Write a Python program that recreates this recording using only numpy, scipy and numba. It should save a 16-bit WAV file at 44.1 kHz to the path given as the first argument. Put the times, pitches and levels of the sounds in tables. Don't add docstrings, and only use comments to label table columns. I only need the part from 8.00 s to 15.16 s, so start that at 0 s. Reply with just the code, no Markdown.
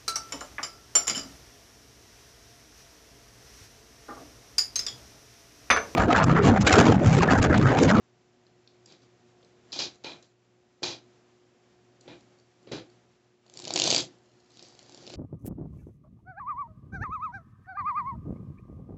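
import sys
import numpy as np
from scipy import signal
from scipy.fft import rfft, irfft
from scipy.io import wavfile
from scipy.ndimage import uniform_filter1d
from numba import njit

SR = 44100
rng = np.random.default_rng(int(sys.argv[2]) if len(sys.argv) > 2 else 0)


def wrap_up_sound(samples):
    columns = np.atleast_2d(samples).T
    tamed = np.clip(columns, -1, 1)
    steps = np.round(tamed * 32767).astype(np.int16)
    wavfile.write(sys.argv[1], SR, steps)


def linear_from_db(decibels):
    return 10 ** (np.asarray(decibels, float) / 20)


N = 315664


def unit(x):
    return x / np.sqrt(np.mean(x ** 2))


def coloured(x, points):
    hz, db = np.transpose(points)
    f = np.maximum(np.fft.rfftfreq(len(x), 1 / SR), 1)
    gain_db = np.interp(np.log(f), np.log(hz), db, left=-80, right=-80)
    return irfft(rfft(x) * linear_from_db(gain_db), len(x))


@njit
def svf(x, hz, width):
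    y, band, low = np.empty(len(x)), 0., 0.
    g, k = np.tan(np.pi * hz / SR), width / hz
    for i in range(len(x)):
        v = (band + g * (x[i] - low)) / (1 + g * (g + k))
        band = 2 * v - band
        low = low + 2 * g * v
        y[i] = k * v
    return y


def walk(rate_hz):
    hold = max(int(SR / rate_hz), 1)
    steps = np.repeat(rng.standard_normal(N // hold + 1), hold)
    return unit(uniform_filter1d(uniform_filter1d(steps, hold), hold)[:N])


def mode_ring(push, modes):
    out = 0
    for hz, width_hz, db in modes:
        once = svf(push, 1. * hz, 1. * width_hz)
        out = out + linear_from_db(db) * svf(once, 1. * hz, 2. * width_hz)
    return unit(out)


# frequency in Hz, density in dB per Hz.
HISS = [(30, -43), (55, -18), (90, -17.5), (200, -11.5), (400, -14.5), (750, -18.5), (1000, -24.5),
        (2500, -30), (7200, -35.5), (8400, -45)]


def air(open_db):
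    noise = coloured(rng.standard_normal(N), HISS)
    high = coloured(noise, [(20, -54.5), (700, -35.5), (1000, 0), (9000, 7.0)])
    rumble = unit(noise - high) * linear_from_db(1.5 + 0.16 * walk(5.8))
    hiss = unit(high) * linear_from_db(.5 * walk(30))
    return linear_from_db(open_db) * (hiss + rumble)


# multiple of mains frequency, level in dB.
HUM = [(2, -3), (3, -16.5), (4, -10), (6, 1.5), (8, -26), (10, -24.5), (12, -11)]


def hum(open_db):
    mains_hz, hum_db, ceiling_db = 60.11, -0.17, -66.5
    t, out = np.arange(N) / SR, 0
    for k, db in HUM:
        level = linear_from_db(db + 4 / np.sqrt(k) * walk(25))
        out = out + level * np.sin(2 * np.pi * k * mains_hz * t + .2 * walk(4.2))
    return np.sqrt(2) * out * linear_from_db(np.minimum(open_db + hum_db, ceiling_db))


# time in seconds, hiss level in dB.
ROOM = [(0.0, -70), (1.67, -66), (1.83, -52), (1.99, -69), (2.15, -58), (2.29, -72.5), (2.8, -71),
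        (3.07, -66), (3.39, -69), (4.01, -67.5), (4.09, -63), (4.56, -70), (4.75, -65), (5.4, -73),
        (5.8, -52.5), (6.2, -67.5), (6.5, -69), (7.16, -60.5)]


def room():
    open_db = np.interp(np.arange(N) / SR, *np.transpose(ROOM))
    return air(open_db) + hum(open_db)


def walls(x, shut_s=0.1, wet_db=-.5):
    t60_s, room_db, onset_s = 0.64, -5, 0.0024
    t = np.arange(SR // 2) / SR
    heard = t > onset_s
    fade = np.exp(-np.log(1000) * t / t60_s - (t / shut_s) ** 4) * heard
    tail = rfft(rng.standard_normal(len(t)) * fade)
    smooth = np.sqrt(uniform_filter1d(np.abs(tail) ** 2, size=150))
    tail = irfft(tail / smooth, len(t)) * heard
    return linear_from_db(room_db + wet_db) * signal.fftconvolve(x, tail / np.sqrt(np.sum(tail ** 2)))[:N]


def layer_powers(table, faces, rasp_db, deck_db):
    share = 0.5
    deck = linear_from_db(-5 + deck_db) * table ** (1 - share) * faces ** share
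    slap = faces * linear_from_db(-10 - .7 * rasp_db)
    return np.square([table, deck, faces, faces * linear_from_db(rasp_db), slap])


def scrape(since_s, length_s, sag, release):
    rise = np.clip(since_s / .005, 0, 1) ** 2
    fall_db = sag * np.clip(since_s, 0, length_s) + release * np.maximum(since_s - length_s, 0)
    return rise * linear_from_db(-fall_db)


# start in seconds, scrape length in seconds, table in dB,
# faces in dB, rasp re faces in dB.
KNOCKS = [(0.865, 0.037, -60, -65, 1), (0.893, 0.058, -58.5, -60, -4), (1.012, 0.03, -61, -72.5, 4),
          (1.721, .065, -54, -40, 1.2), (1.75, 0.044, -49, -44, -1), (1.785, 0.058, -44, -32, 0),
          (2.036, 0.085, -47, -40, -9.5), (2.218, 0.013, -80, -66.5, .1), (2.819, 0.027, -44, -53, -2),
          (2.825, 0.099, -40.5, -32, -2.5), (4.005, .006, -79, -70, -4.5), (4.051, 0.026, -52, -74, -9),
          (4.073, 0.071, -47.5, -54.5, -13), (4.639, .02, -62, -88, -2), (4.665, 0.034, -49, -62.5, -10),
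          (4.71, 0.068, -36, -43, -4.5)]
SAG_DB_PER_S = [42, 96]
RELEASE_DB_PER_S = [222, 312.5]


def knocks():
    faces_late_s, flat_slap = 0.0023, 0.19
    t, power = np.arange(N) / SR, np.zeros((5, N))
    for s, length_s, table_db, faces_db, rasp_db in KNOCKS:
        on = slice(int(s * SR), int(s * SR) + SR // 2)
        since_s = t[on] - s
        table = linear_from_db(table_db) * scrape(since_s, length_s, SAG_DB_PER_S[0], RELEASE_DB_PER_S[0])
        faces = scrape(since_s - faces_late_s, length_s, SAG_DB_PER_S[1], RELEASE_DB_PER_S[1])
        power[:, on] += layer_powers(table, linear_from_db(faces_db) * faces, rasp_db, -flat_slap * rasp_db)
    return power


# time in seconds, pressure in dB, faces re pressure in dB.
RIFFLE_SLIDE = [(5.48, -80, -8), (5.558, -56.5, -8), (5.642, -51, -9.5), (5.714, -45, -4.5),
                (5.76, -38.5, -8), (5.88, -36.5, 2.4), (5.999, -35.5, -2), (6.054, -47.5, -15),
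                (6.16, -72.5, -9)]
FAN_SLIDE = [(6.48, -73, -10), (6.538, -76, 5.5), (6.578, -63.5, -4), (6.658, -57, -7.5), (6.764, -68, -5),
             (6.932, -63, -5.5), (7.092, -51, -13.5), (7.158, -49.5, -7.5)]
SLIDE_RASP_DB = [1.5, 5.5]
SLIDE_DECK_DB = [-0.5, 1.5]


def slides():
    t, power = np.arange(N) / SR, np.zeros((5, N))
    for rows, rasp_db, deck_db in zip([RIFFLE_SLIDE, FAN_SLIDE], SLIDE_RASP_DB, SLIDE_DECK_DB):
        s, pressure_db, faces_db = np.transpose(rows)
        fade = np.clip(np.minimum(t - s[0], s[-1] + 0.0083 - t) / 0.012, 0, 1)
        table = fade * linear_from_db(np.interp(t, s, pressure_db))
        faces = table * linear_from_db(np.interp(t, s, faces_db))
        power += layer_powers(table, faces, rasp_db, deck_db)
    return power


# frequency in Hz, density in dB per Hz.
TABLE = [(18, -51), (30, -14), (91, -17), (124, -2.5), (254, -11.5), (350, 3), (436, -14.5), (650, -16.5),
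         (840, -37), (1430, -120)]
RUB = [(4000, -31), (4400, 8.5), (4900, 6), (5500, 0), (6300, 1), (7000, -4), (7700, -12.5), (8500, -34.5)]
# centre in Hz, width in Hz, level in dB.
TABLE_MODES = [(281, 59, 0.5), (357, 17, 6), (503, 48, -0.5)]
DECK_MODES = [(764, 240, 7), (1383, 1100, 0.5), (2238, 76, -10), (1011, 370, -3.5), (2170, 1700, -5.5)]
FACE_MODES = [(3480, 750, 3.5), (3890, 340, 5)]
SLAP_MODES = [(640, 200, -2), (860, 200, -1), (2430, 110, 3)]


def packets():
    grit = linear_from_db(1.3 * walk(700) + .3 * walk(90)) * rng.standard_normal((5, N))
    wood = unit(unit(coloured(grit[0], TABLE)) + 0.53 * mode_ring(grit[0], TABLE_MODES))
    deck = mode_ring(grit[1], DECK_MODES)
    faces = mode_ring(grit[2], FACE_MODES)
    rasp = unit(coloured(grit[3], RUB))
    slap = mode_ring(grit[4], SLAP_MODES)
    gains = np.sqrt(knocks() + slides())
    return np.sum(gains * [wood, deck, faces, rasp, slap], axis=0)


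SNAP_HZ = [(2498, 3060, 3670), (4385, 4820, 5370), (5900, 6680, 7335)]
SNAP_DB = [-5.5, -2, 2.5, 5, 1, -2.5, -4, 0, -2]


def snaps(rows, rise_s=0.00053, fall_s=0.001, push_s=0.00074, thump_hz=600, thump_db=-2,
          gain_db=-3, edge_db=4, focus=0.037):
    out, t = np.zeros(N + 512), (np.arange(512) - 64) / SR
    chance = rng.standard_normal((len(rows), 28))
    shape = np.where(t < 0, np.exp(-(t / rise_s) ** 2), np.exp(-t / fall_s))
    late = (t - t[0]) / push_s
    push = late * np.exp(1 - late)
    for (s, level_db, bright_db, low_db), c in zip(rows, chance):
        hz = np.ravel(SNAP_HZ) * np.exp(0.05 * c[:9])
        parts = linear_from_db(np.array([-bright_db, edge_db + focus * (level_db + 39), bright_db]))
        partial_db = level_db + gain_db - 0.5 * c[19:] + SNAP_DB
        size = np.repeat(parts / np.linalg.norm(parts), 3) * linear_from_db(partial_db)
        ring = size @ np.sin(2 * np.pi * hz[:, None] * t + 3 * c[9:18, None])
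        bump_hz = thump_hz * np.exp(.15 * c[18])
        thump = -np.cos(2 * np.pi * bump_hz * push_s * (late - 1)) * push
        thump = thump - push * thump.sum() / push.sum()
        i = int(s * SR) - 64
        out[i:i + 512] += ring * shape + linear_from_db(level_db + low_db + thump_db) * thump
    return out[:N]


# start in seconds, level in dB, # brightness in dB from
# flex to corner, table thump re level in dB.
TOUCHES = [(0.4672, -54, 1, 6), (0.6755, -44, -7, -14), (0.8596, -42, 11, -17), (0.8629, -47, 0.9, -17),
           (0.9232, -46.5, 5, 0.2), (1.428, -53, -13, -0.8), (1.4317, -55.5, -10, 9), (1.4471, -52, 6, 1.7),
           (1.7211, -32, 2, -28), (1.7278, -31, -4, -23.2), (1.7909, -20, -2, -11), (1.9567, -51.9, 9, 2),
           (2.0462, -35, -3, 7), (2.2264, -46.5, 13.5, -21), (2.8363, -25, -5.0, -1.5),
           (4.0097, -47.5, 14, -8), (4.0124, -51, 8, -1), (4.0788, -42.5, -26, 5), (4.2087, -55, 7, -1),
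           (4.3876, -58, 6, -8), (4.3993, -55, 6, -8), (4.6292, -59.0, 6, 1), (4.6746, -57, -8, 23),
           (4.72, -34.5, 8, 15.5)]
MORE_TOUCHES = [(.9, -61, -2.5, -10), (1.946, -52.5, 7, -8), (4.9, -57.5, 4, -6), (5.48, -56, .5, -8),
                (6.185, -60, 4, -8)]


def touches():
    return snaps(TOUCHES + MORE_TOUCHES, fall_s=0.0019, push_s=0.0017, thump_hz=430, thump_db=-6,
                 gain_db=-5.5, edge_db=10.5, focus=0.33)


# start in seconds, level in dB, brightness in dB, thump re level in dB.
BUMPS = [(1.738, -39, 1, -11), (1.803, -24, -7.5, -11), (1.808, -27, -15.5, -9), (2.039, -43, 0, -9),
         (2.823, -53, 3, 19.5), (2.853, -40, -1.5, -6), (2.863, -27, -2.5, -11.3), (4.733, -37, -7, 13),
         (4.748, -43, -9, 13), (5.86, -27, 2, 4.5), (5.8945, -29.5, 12, 5.5)]


def bumps():
    return snaps(BUMPS, fall_s=0.00051, push_s=0.0011, thump_hz=363)


# start in seconds, level in dB, brightness in dB, thump re level in dB.
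FANNING = [(6.4051, -64, -3, 10.5), (6.5015, -61, 2.5, -8), (6.5058, -52.4, 4, -10),
           (6.5192, -54.7, 6, -19), (6.5721, -45.5, 0.5, -9), (6.594, -41.0, -5.0, -6),
           (6.6264, -40, 6, -1), (6.6501, -51, -11, -10), (6.6674, -55, 6, -2.8), (6.6858, -48, 20, 2),
           (6.7251, -53, 4, 7), (6.7514, -50, 2, 4.8), (6.7919, -41.5, 0.3, -9), (6.829, -51, 5, 6),
           (6.8641, -53, 5, -4), (6.8955, -45, 2, 2), (6.9226, -42, 0, -15), (6.9466, -40.5, 2, 0),
           (6.9756, -41.5, 0.2, -10.3), (6.9803, -48, -0.2, 8), (7.0107, -51, 3, -7), (7.0266, -47, 4, 8),
           (7.0356, -50, -7, -9), (7.0453, -57, 6, -3), (7.0673, -37, 0, -14), (7.0765, -36, -2.8, 2.5),
           (7.0978, -40.5, 2, -20), (7.1022, -37, -4, 4.5), (7.1388, -34.5, -3.5, 3.5)]


def fanning():
    return snaps(FANNING, fall_s=0.0012, thump_db=-4, edge_db=1.5)


# start in seconds, level in dB,
# brightness in dB, thump re level in dB.
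RIFFLE_START = [(5.4649, -55, -3, 4), (5.4676, -58, 1, -3), (5.4985, -45, 1.5, -8),
                (5.5389, -40.5, 3, -17.5), (5.5469, -52, 2, -7), (5.558, -49.5, 3, 3), (5.5696, -46, 5, -5),
                (5.5735, -31, 3, -17), (5.5912, -34, 1.0, -13), (5.6, -33, 4.8, -8),
                (5.6168, -58, 0.5, -10.5), (5.6217, -34, 3, -12), (5.6406, -38.5, 4, -8),
                (5.6432, -36, -1, -13), (5.6525, -28.5, 0, -21), (5.6563, -43, -13, -11),
                (5.6742, -31.5, -2, 4), (5.6792, -24, 4, -10), (5.6928, -38.5, 2, -15.5),
                (5.707, -21.5, -2.5, -0.5), (5.7382, -18, 8, -27)]
RIFFLE = [(5.76, -14.0, 1.5, -6.5), (5.764, -15.5, -0.5, -8), (5.7765, -16, -1, -10.5),
          (5.7902, -19, 0, -21.5), (5.7992, -12, 1.5, -10.5), (5.8195, -10.5, -2, -12.5),
          (5.8388, -13, 5.5, -16), (5.8412, -17, 2, -8.5), (5.8567, -20.5, -2.8, -6),
          (5.8645, -21, 2.2, -15), (5.8707, -21.0, -6.3, -16), (5.8742, -15.5, -2, -13),
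          (5.8773, -14.5, 1.8, -2), (5.904, -10.5, 4.5, -22.5), (5.9081, -17, 0, -3),
          (5.9135, -12, -1, -16.5), (5.9207, -28.5, -3, -15), (5.927, -14.5, 0.5, 0),
          (5.9375, -20.5, -0.5, -14), (5.9472, -11, 0.5, -8), (5.956, -23.5, 5, -16),
          (5.9631, -11, 2, -17.5), (5.9675, -23.5, -5, -5.5), (5.9808, -16.5, 6, -7.5),
          (5.9865, -21, -6, -7), (5.9939, -26.5, -2.9, -19), (6.0052, -21.5, 1.5, -19),
          (6.0113, -29, -6.5, -9.5)]


def riffle():
    return snaps(RIFFLE_START + RIFFLE, edge_db=-1.5)


def scene():
    run = riffle()
    cards = fanning() + touches() + bumps()
    echo = walls(run, shut_s=0.071, wet_db=-1.5) + walls(cards, wet_db=-0.5)
    return (room() + packets() + echo + cards + run)[None]


def low_pass(x):
    return signal.sosfilt(signal.butter(12, 8520, fs=SR, output="sos"), x)


def record(dry):
    top_hz, bottom_hz = 7590, 60
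    band = signal.sosfilt(signal.cheby1(6, 1, top_hz, fs=SR, output="sos"), dry)
    band = signal.sosfilt(signal.butter(3, bottom_hz, "high", fs=SR, output="sos"), band)
    return low_pass(band)


dry = scene()
out = record(dry)
wrap_up_sound(out)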